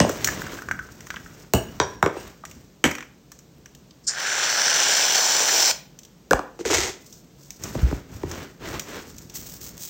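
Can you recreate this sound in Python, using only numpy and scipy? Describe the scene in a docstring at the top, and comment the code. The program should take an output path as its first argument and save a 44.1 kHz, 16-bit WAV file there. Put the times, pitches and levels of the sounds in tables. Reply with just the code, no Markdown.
"""Whipped cream sputters from a can onto iced coffee: gas hisses through slots, bubbles ring the nozzle.
Before it, a glass jar slides on a kitchen counter, ice clinks, a cup knocks, the can lands and rocks.
After it, a hollow board is struck, an object drags in stick-slip jerks, forearms thump down
and sugar slides in a shaker. Knocks travel through the slab as bending waves.
Small hard room, low ventilation noise."""
import sys
import numpy as np
from scipy import signal
from scipy.fft import rfft, irfft
from scipy.io import wavfile

SR = 44100
rng = np.random.default_rng(int(sys.argv[2]) if len(sys.argv) > 2 else 0)


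def persist_wave(psi):
    """Save psi, clipped to +-1, as 16-bit WAV."""
    counts = np.round(np.clip(psi, -1, 1) * 32767).astype(np.int16)
    wavfile.write(sys.argv[1], SR, np.atleast_2d(counts).T)


N = 436149
TIME_S = np.arange(N) / SR
HIT_S = TIME_S[:32768]

# Resonances of gas slots, nozzle tube, foam, spits: centre_hz, width_hz, gain_db
SLOT_PEAKS = [(2486, 1080, -2), (3040, 920, -0.5), (3400, 490, -7), (4640, 920, -1.5), (5525, 1440, 2.5),
              (6024, 810, 2), (6960, 1330, 1), (8050, 3540, -2.5), (14440, 3000, -6)]
NOZZLE_PEAKS = [(1487, 310, 14.5), (1800, 530, 2.5)]
FOAM_PEAKS = [(844, 630, 37.5), (470, 180, -26.5), (944, 97, -38)]
SPIT_PEAKS = [(5120, 640, 2.8), (7150, 280, 4.0), (8330, 280, 0.5)]
# Cream clots changing the nozzle level: start_s, gain_db
CREAM_CLOTS = [(4.33, -3), (4.452, 0.5), (5.475, 7)]
# First spits of gas: start_s, level_db
GAS_SPITS = [(4.031, -49.5), (4.067, -18)]
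# Hard set-downs: start_s, bass_db, middle_db, treble_db, ring_db, lowest_hz, middle_hz, treble_hz
HARD_KNOCKS = [(0.002, -11.5, -17.5, -16, -6.5, 130, 1900, 4600),
               (1.536, -14.5, -26, -13.5, -4.5, 45, 970, 10800),
               (1.8006, -19, -15.5, -20.5, -6.5, 100, 1290, 3100),
               (2.0273, -20.5, -13, -28, -6.5, 80, 1050, 5600),
               (2.8409, -23, -16, -18.5, 1.5, 186, 1850, 6120),
               (6.3096, -23.5, -29, -23, -5, 210, 1390, 6840),
               (6.3321, -27, -13, -23, -26.5, 200, 1210, 4570)]
# Dull bumps on the counter: start_s, bass_db, lowest_hz, middle_re_bass_db, ring_db
SOFT_BUMPS = [(0.048, -23, 300, -4.5, -22), (0.066, -25, 300, -19, -13), (0.094, -21.5, 283, -26, -28),
              (2.0611, -18, 324, -2, -8), (2.167, -31, 325, -8, -9), (6.3924, -33, 300, 5.5, -27),
              (7.75, -24, 70, -13, -30), (7.912, -29.5, 139, -7, -20), (7.926, -25.5, 70, -21, -30),
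              (8.2336, -24, 70.6, -14.5, -15)]
# Heavy landings: start_s, peak_db, pitch_hz, t60_s
LANDINGS = [(1.548, -20, 268, .12), (2.856, -29, 80, .15), (6.342, -20.5, 48.3, 0.049),
            (7.76, -36, 105, .09), (7.831, -8.5, 64, 0.16), (7.931, -19.5, 64, 0.089),
            (8.15, -30, 105, 0.081), (8.242, -27.5, 84, 0.23)]
# Modes of glass jar, glass cup, metal can, hollow board: pitch_hz, level_db, t60_s
JAR_MODES = [(1653, -6, .4), (2700, 1, .16), (2885, -1, .35), (2975, -4, .35), (5663, -15, .6),
             (6767, -5, .3), (8250, 2, .22), (9819, -7, .35)]
CUP_MODES = [(991, -3.5, 0.48), (1650, -9, .5), (3760, 1, 0.13), (5610, -17.5, 1), (5720, 1.5, 0.24)]
CAN_MODES = [(293.4, -4, 0.22), (492, -4.5, .2), (1510, -4.5, 0.052), (2150, -7.5, 0.11),
             (2400, -11.5, 0.38), (3080, 3, 0.08)]
BOARD_MODES = [(261.4, -12, 0.18), (484, -2, 0.065), (796, -26.5, 0.42), (1000, -29, 0.45),
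               (1360, -29, .42), (1570, -1, 0.03), (1740, -26.5, .4)]
# Strikes on each: start_s, peak_db
JAR_HITS = [(0.003, -18), (1.537, -16.5), (2.175, -33)]
CUP_HITS = [(1.801, -18), (2.028, -28)]
CAN_HITS = [(2.840, -8)]
BOARD_HITS = [(6.3105, -5), (6.393, -38)]
# Ice against the jar: start_s, level_db, pitch_hz
ICE_CLINKS = [(0.2747, -14.5, 1750), (0.2875, -12, 1740), (0.419, -18.5, 1510), (0.4663, -24, 1520),
              (0.5874, -27, 1580), (0.621, -23.5, 1470), (0.6871, -17.5, 1520), (0.7121, -11, 1580),
              (0.7913, -22.5, 1510), (0.889, -36, 1410), (1.104, -19.5, 1540), (1.1422, -25, 1470),
              (1.168, -23, 1600), (1.261, -34.5, 1620)]
# Light ticks of ice, fingernails and caps: start_s, body_db, snap_db, body_hz
LIGHT_TAPS = [(0.093, -37, -15.5, 1090), (0.245, -26, -1.5, 2250), (0.2735, -18, -7, 1590),
              (1.006, -36.5, -30, 2000), (1.069, -29.5, -28, 1570), (1.1032, -24, -26, 3400),
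              (1.1607, -25, -35, 2270), (2.4373, -28, -54, 1010), (2.452, -27.5, -25, 1970),
              (2.5121, -37, -30.5, 2410), (3.318, -37.5, -25.5, 1540), (3.3895, -50, -32.5, 1910),
              (3.6582, -37, -31.5, 1930), (3.7496, -41, -33.5, 3320), (3.9084, -39, -44.5, 4220),
              (5.989, -38, -28.5, 4350), (6.033, -44.5, -33, 4000), (6.05, -40.5, -35, 4030),
              (7.126, -59, -29, 4000), (7.5051, -34, -21, 3340), (7.637, -45, -15.5, 1390),
              (8.314, -33, -16, 1390), (8.7952, -25.5, -13.5, 2470), (9.183, -40, -24.5, 3230),
              (9.298, -37.5, -28.5, 3420), (9.357, -46, -18.5, 3000)]
# Dragged object breaking loose: start_s, scrape_db, drone_db
DRAG_JERKS = [(6.591, -40.5, -37), (6.652, -27, -26), (6.701, -27, -22.5), (6.731, -22, -31.5),
              (6.781, -35, -34.5), (6.839, -46, -39), (6.868, -40, -39)]
# Its scrape and hollow-body resonances: centre_hz, width_hz, gain_db
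SCRAPE_PEAKS = [(725, 260, -1.5), (1410, 460, -2.5), (2070, 460, 2.5), (3180, 1300, -2), (6440, 2900, -0.5)]
HOLLOW_PEAKS = [(370, 59, 3), (470, 67, -3)]
# Sugar slides: start_s, length_s, level_db
SUGAR_SLIDES = [(9.339, 0.034, -26), (9.386, 0.054, -38.5), (9.455, 0.11, -36), (9.603, 0.08, -34),
                (9.766, 0.15, -34)]
# Sleeves, hands and jar over the counter: start_s, length_s, rub_db, rustle_db, rumble_db
COUNTER_STROKES = [(0.0, 0.45, -37, -40, -43), (0.465, 0.077, -37.5, -39.5, -47),
                   (0.613, 0.16, -64, -58, -44), (0.781, .66, -53.5, -53.5, -53),
                   (1.54, 0.4, -50.5, -55, -46), (2.105, 0.17, -45, -49, -52),
                   (2.43, 0.18, -60, -58, -52.5), (6.99, 0.17, -70, -50.5, -68),
                   (7.353, 0.34, -67, -52, -67), (7.588, 0.089, -40, -41.5, -41),
                   (7.715, 0.22, -40.5, -47, -36.5), (8.07, 0.18, -51, -50.5, -44.5),
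                   (8.254, 0.16, -37.5, -46.5, -45), (8.592, 0.16, -35.5, -43.5, -41.5),
                   (8.844, 0.14, -38, -44, -48), (9.04, 0.2, -61, -49, -49.5), (9.28, 0.5, -53.5, -52, -51)]
# Spectra of sugar, rubbing, rustle, ventilation, microphone response: frequency_hz, gain_db
SUGAR_SPECTRUM = [(1500, -14), (4000, -3.5), (6200, 3), (9000, 3), (15000, 3)]
RUB_SPECTRUM = [(40, -27.5), (160, -1.5), (350, 6), (800, -2.5), (1500, -0.5), (2500, -5), (5000, -11),
                (12000, -19.5)]
RUSTLE_SPECTRUM = [(1500, -29), (3500, -7.5), (5500, 4), (7500, 2.5), (15000, -1.5)]
VENT_SPECTRUM = [(25, -8.5), (60, -0.5), (100, -10.5), (140, 4.5), (250, -2.5), (450, -6.5), (800, -15.5),
                 (2000, -21), (6000, -20), (15000, -25)]
MIC_RESPONSE = [(20, -18.5), (50, 4.5), (4800, -1.5), (6100, 0), (6500, 0), (8500, -5.5), (8850, -14.5),
                (11000, -17.5), (12900, -7.5), (13300, -4), (16000, -1)]
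# Room decay: frequency_hz, t60_s
ROOM_DECAY = [(100, 0.2), (400, 0.51), (1200, 0.36), (4000, 0.44), (8000, 0.092), (16000, 0.47)]


def cream(open_s=4.069, held_s=1.644, spurt_hz=95, spurt_db=2.5, sag_db_per_s=8, clot_s=.025):
    """Gas and foam leave in uneven spurts; bubbles ring the nozzle and splutter on the drink."""
    valve = swell(open_s, held_s, attack_s=.027, release_s=.0061)
    age_s = np.clip(TIME_S - open_s, 0, held_s)

    def build(full_db, shortfall_db, build_s):
        """Gain rising as the nozzle clears."""
        return valve * undb(full_db - shortfall_db * np.exp(-age_s / build_s))

    clots_db = sum(db * swell(s, clot_s, clot_s / 2, clot_s / 2) for s, db in CREAM_CLOTS)
    tube_gain = build(-20.5, 9.4, .35) * undb(clots_db - sag_db_per_s * age_s)
    filled = np.clip((age_s - .1) / .012, 0, 1)  # cream arrives after the gas
    flow = undb(walk(170))
    spurt_phase = 2 * np.pi * np.cumsum(spurt_hz * (1 + .293 * walk(40))) / SR
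    spurts = undb(spurt_db * np.sin(spurt_phase))
    pops = undb(-14) * grains(60, 2)
    gas = grains(11000, 1.9) * flow + pops
    hiss = build(-17.5, 18.7, .31) * slot_hiss(gas, age_s)
    bubbles = grains(3500, 3) * spurts + undb(9) * pops
    tube = tube_gain * unit(band(resonate(bubbles, NOZZLE_PEAKS), 1850, 5000))
    splutter = resonate(grains(2500, 1.4) * flow, FOAM_PEAKS)
    foam = build(-32, 12, .32) * unit(band(splutter, 260, 1200))
    return undb(-7 * (1 - filled)) * (hiss + tube + foam)


def slot_hiss(gas, age_s, wander_db=1.27, tilt_db_per_octave_s=1.6, pivot_hz=7000, even_s=.85):
    """Slots clog and clear independently; low resonances fade as the mound grows."""
    out = 0
    for peak in SLOT_PEAKS:
        tone = resonate(resonate(gas, [peak]), [peak])
        tilt_db = tilt_db_per_octave_s * np.log2(pivot_hz / peak[0]) * (age_s - even_s)
        out = out + tone * undb(wander_db * walk(9) - tilt_db)
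    return unit(band(out, 1500, 19000, order=3))


def spits():
    """The opening valve spits gas."""
    gain = sum(undb(db) * swell(s, length_s=.019, attack_s=.013, release_s=.02) for s, db in GAS_SPITS)
    return gain * unit(band(resonate(grains(9000, 1.6), SPIT_PEAKS), 4300, 12000))


def knocks():
    """Hard knocks and dull bumps on the counter."""
    out = np.zeros(N)
    for s, bass_db, middle_db, treble_db, ring_db, *pitches_hz in HARD_KNOCKS:
        add(out, s, blow((bass_db, middle_db, treble_db), ring_db, *pitches_hz))
    for s, db, lowest_hz, tilt_db, ring_db in SOFT_BUMPS:
        levels_db = db, db + tilt_db, db + tilt_db - 15
        add(out, s, blow(levels_db, ring_db, lowest_hz, middle_hz=820, bass_top_hz=lowest_hz + 330))
    return out


def blow(levels_db, ring_db, lowest_hz, middle_hz, treble_hz=5600, bass_top_hz=540,
         echo_s=.0135, echo_db=-9, scatter_db=3, scatter_cycles=7, build_s=.0056):
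    """A blow scatters off near slab edges, echoes from the ceiling and leaves a dense ring."""
    push = signal.unit_impulse(len(HIT_S))
    echo = undb(echo_db) * np.roll(push, int(echo_s * SR))
    # low_hz, high_hz, tail_db, t60_s
    bands = [(lowest_hz, bass_top_hz, 4, .19),
             (middle_hz / 1.94, middle_hz * 1.43, 0, .16),
             (treble_hz / 1.88, treble_hz * 1.88, 0, .13)]
    out = 0
    for db, (low_hz, high_hz, tail_db, t60_s) in zip(levels_db, bands):
        contact = push + undb(scatter_db) * burst(scatter_cycles / high_hz + .0061)
        direct = slab(band(contact, low_hz, high_hz))
        direct *= np.sqrt(SR / 100) / np.linalg.norm(direct)  # energy of 10 ms at rms 1
        tail = undb(tail_db) * burst(t60_s) * (1 - np.exp(-HIT_S / build_s))
        after = signal.fftconvolve(direct, echo + tail)[:len(HIT_S)]
        out = out + undb(db) * (direct + undb(ring_db) * after)
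    return out


def slab(x, lag_s=.01067, corner_hz=105, steepness=1.35):
    """Bending waves disperse: lows arrive after the crack."""
    hz = np.fft.rfftfreq(len(x), 1 / SR)
    delay_s = 2 * lag_s / (1 + (hz / corner_hz) ** steepness)
    return irfft(rfft(x) * np.exp(-2j * np.pi * np.cumsum(delay_s) * hz[1]))


def thumps(rise_s=.0014, upper_ratio=1.9, upper_db=-7):
    """Soft weight swings the counter's lowest modes."""
    out = np.zeros(N)
    onset = 1 - np.exp(-HIT_S / rise_s)
    for s, db, hz, t60_s in LANDINGS:
        swing = ring([(hz, 0, t60_s), (hz * upper_ratio, upper_db, t60_s / 2)])
        add(out, s, undb(db) * crest(swing * onset))
    return out


def vessel(hits, modes, flutter_depth, flutter_hz):
    """A struck hollow body rings; contents and loose parts roughen it."""
    out = np.zeros(N)
    for s, db in hits:
        add(out, s, undb(db) * crest(ring(modes, flutter_depth, flutter_hz)))
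    return out


def rocking(start_s=2.9118, gap_s=.04, gap_ratio=.775):
    """The can tips from edge to edge, ever faster, softer and duller."""
    out = np.zeros(N)
    for k in range(5):
        s = start_s + gap_s * (1 - gap_ratio ** k) / (1 - gap_ratio)
        add(out, s, tick(body_db=-18 - 2.2 * k, snap_db=-17.5 - 5 * k, body_hz=1870))
    return out


def ice(clink_t60_s=.034, liquid_db=-21):
    """Cubes bump the glass; the drink damps each clink and leaves a soft wobbling ring."""
    out = np.zeros(N)
    liquid = [(1303, liquid_db, .25), (1480, liquid_db, .12)]
    for s, db, hz in ICE_CLINKS:
        glass = [(hz, 0, clink_t60_s), (hz * 1.09, -6, clink_t60_s)]
        clink = crest(ring(glass + liquid, flutter_depth=.72))
        add(out, s, undb(db) * (clink + tick(body_db=-8, snap_db=-13, body_hz=hz)))
    return out


def taps():
    """Light ticks of ice, fingernails and caps against glass, can and shaker."""
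    out = np.zeros(N)
    for s, body_db, snap_db, body_hz in LIGHT_TAPS:
        add(out, s, tick(body_db, snap_db, body_hz))
    return out


def tick(body_db, snap_db, body_hz, skid_db=-16):
    """Light hard contact: hollow body, bright snap, brief skid."""
    hollow = crest(band(burst(t60_s=.031), body_hz * .67, body_hz * 1.3))
    contact = crest(burst(t60_s=.028)) + undb(skid_db) * crest(burst(t60_s=.29))
    bright = crest(resonate(contact, [(5730, 560, -5.5), (7300, 1500, -5.5), (14200, 19000, -16.5)]))
    return undb(body_db) * hollow + undb(snap_db) * bright


def drag(scrape_db=-25, drone_db=-41, judder_db=-.5, rumble_db=-18, slip_db=4):
    """Stick-slip catches scrape, ring a hollow body in jerks and shake the counter."""
    pull = swell(start_s=6.64, length_s=.19, attack_s=.13, release_s=.048)
    gains = np.outer(undb([scrape_db, drone_db]), pull)
    for s, *levels_db in DRAG_JERKS:
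        gains += np.outer(undb(levels_db), swell(s, length_s=.019, attack_s=.0043, release_s=.013))
    scrape_gain, drone_gain = gains
    catches = grains(3400, .53) * undb(judder_db * walk(130))
    slips = catches * undb(slip_db * walk(60))
    drone = unit(band(resonate(slips, HOLLOW_PEAKS), 160, 1070))
    scrape = unit(resonate(catches, SCRAPE_PEAKS))
    rumble = undb(rumble_db) * unit(band(catches, 36, 110))
    return scrape_gain * (scrape + rumble) + drone_gain * drone


def jolts():
    """Each jerk of the drag knocks on the counter."""
    out = np.zeros(N)
    for s, scrape_db, drone_db in DRAG_JERKS:
        levels_db = drone_db - 2, scrape_db - 2, scrape_db - 9
        add(out, s, blow(levels_db, ring_db=-6, lowest_hz=320, middle_hz=1100))
    return out


def shaker(clump_db=4):
    """Sugar slides in clumps against the plastic wall."""
    gain = sum(undb(db) * swell(s, length_s, attack_s=.015, release_s=.014)
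               for s, length_s, db in SUGAR_SLIDES)
    return gain * unit(colour(grains(3100, .88), SUGAR_SPECTRUM)) * undb(clump_db * walk(100))


def handling():
    """Cloth and glass catch and slip on the counter, which rumbles."""
    rub_gain, rustle_gain, rumble_gain = sum(
        np.outer(undb(levels_db), swell(s, length_s, attack_s=.069, release_s=.057))
        for s, length_s, *levels_db in COUNTER_STROKES)
    rub = unit(colour(grains(5000, 1.6), RUB_SPECTRUM)) * undb(1.3 * walk(76))
    rustle = unit(colour(grains(4700, .7), RUSTLE_SPECTRUM)) * undb(4 * walk(90))
    rumble = unit(band(grains(900, .69), 38, 240))
    return rub_gain * rub + rustle_gain * rustle + rumble_gain * rumble


def room(x, wet_db=-12, first_s=.011):
    """Cupboards and ceiling return a diffuse tail."""
    edges_hz = 60 * 2. ** np.arange(10)
    tail = 0
    for low_hz, high_hz in zip(edges_hz, edges_hz[1:]):
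        t60_s = along(ROOM_DECAY, np.sqrt(low_hz * high_hz))
        tail = tail + band(rng.standard_normal(len(HIT_S)), low_hz, high_hz) * fade(t60_s)
    tail = np.r_[np.zeros(int(first_s * SR)), tail / np.linalg.norm(tail)]
    return x + undb(wet_db) * signal.fftconvolve(x, tail)[:N]


def ventilation(level_db=-53.5, drift_db=.37):
    """Steady low air noise under a faint hiss."""
    air = unit(colour(rng.standard_normal(N), VENT_SPECTRUM))
    return air * undb(level_db + drift_db * walk(1.9))


def undb(db):
    """Decibels to gain."""
    return 10 ** (np.asarray(db) / 20)


def unit(x):
    """Scale to rms 1."""
    return x / np.sqrt(np.mean(x ** 2))


def crest(x):
    """Scale to peak 1."""
    return x / np.abs(x).max()


def add(track, start_s, sound):
    """Mix in place."""
    i = max(int(start_s * SR), 0)
    track[i:i + len(sound)] += sound[:N - i]


def along(points, hz):
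    """Interpolate on a log-frequency axis."""
    points_hz, values = np.transpose(points)
    return np.interp(np.log(hz + 1), np.log(points_hz), values)


def colour(x, spectrum, size=8192):
    """Minimum-phase filter."""
    gain = undb(along(spectrum, np.fft.rfftfreq(size, 1 / SR)))
    cepstrum = irfft(np.log(gain))
    cepstrum[1:size // 2] *= 2
    cepstrum[size // 2 + 1:] = 0
    return signal.fftconvolve(x, irfft(np.exp(rfft(cepstrum))))[:len(x)]


def band(x, low_hz, high_hz, order=2):
    """Band-pass filter."""
    sos = signal.butter(order, [low_hz, min(high_hz, SR / 2 - 1)], "band", fs=SR, output="sos")
    return signal.sosfilt(sos, x + 1e-18)


def resonate(x, peaks):
    """Parallel resonances of alternating sign."""
    return sum((-1) ** k * undb(db) * signal.lfilter(*signal.iirpeak(hz, hz / width_hz, fs=SR), x + 1e-18)
               for k, (hz, width_hz, db) in enumerate(peaks))


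def ring(modes, flutter_depth=0., flutter_hz=150):
    """Decaying modes with random amplitude and phase flutter."""
    out, n = 0, len(HIT_S)
    for hz, db, t60_s in modes:
        a, b = (flutter_depth * np.interp(HIT_S * flutter_hz, np.arange(n), rng.standard_normal(n))
                for _ in range(2))
        phase = 2 * np.pi * hz * HIT_S
        out = out + undb(db) * fade(t60_s) * ((1 + a) * np.sin(phase) + b * np.cos(phase))
    return out


def swell(start_s, length_s, attack_s, release_s):
    """Rise, hold until length_s, decay."""
    age_s = TIME_S - start_s
    return np.clip(age_s / attack_s, 0, 1) * np.exp(-np.clip((age_s - length_s) / release_s, 0, 20))


def fade(t60_s):
    """Exponential decay."""
    return np.exp(-np.log(1000) * HIT_S / t60_s)


def burst(t60_s):
    """Decaying noise of unit energy."""
    x = rng.standard_normal(len(HIT_S)) * fade(t60_s)
    return x / np.linalg.norm(x)


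def walk(rate_hz):
    """Smooth random curve, spread near 1."""
    return np.interp(TIME_S * rate_hz, np.arange(N // 10), rng.standard_normal(N // 10))


def grains(rate_hz, spread_db):
    """Random tiny impacts of uneven size."""
    impacts = (rng.random(N) < rate_hz / SR) * rng.standard_normal(N)
    return unit(impacts * undb(spread_db * np.clip(rng.standard_normal(N), -2, 2)))


def scene():
    """Close sources in the room, over ventilation; mono."""
    sources = knocks() + thumps()
    sources += vessel(JAR_HITS, JAR_MODES, flutter_depth=2.2, flutter_hz=170)
    sources += vessel(CUP_HITS, CUP_MODES, flutter_depth=1.4, flutter_hz=220)
    sources += vessel(CAN_HITS, CAN_MODES, flutter_depth=1.2, flutter_hz=320)
    sources += vessel(BOARD_HITS, BOARD_MODES, flutter_depth=1.3, flutter_hz=300)
    sources += rocking() + ice() + taps() + handling()
    sources += cream() + spits() + drag() + jolts() + shaker()
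    return (room(sources) + ventilation())[None]


def record(dry, top_hz=15750):
    """Microphone colour, full-scale clip, low-pass."""
    clipped = np.clip(colour(dry[0], MIC_RESPONSE), -1, 1)
    return signal.sosfilt(signal.ellip(8, .2, 70, top_hz, fs=SR, output="sos"), clipped)[None]


dry = scene()
out = record(dry)
persist_wave(out)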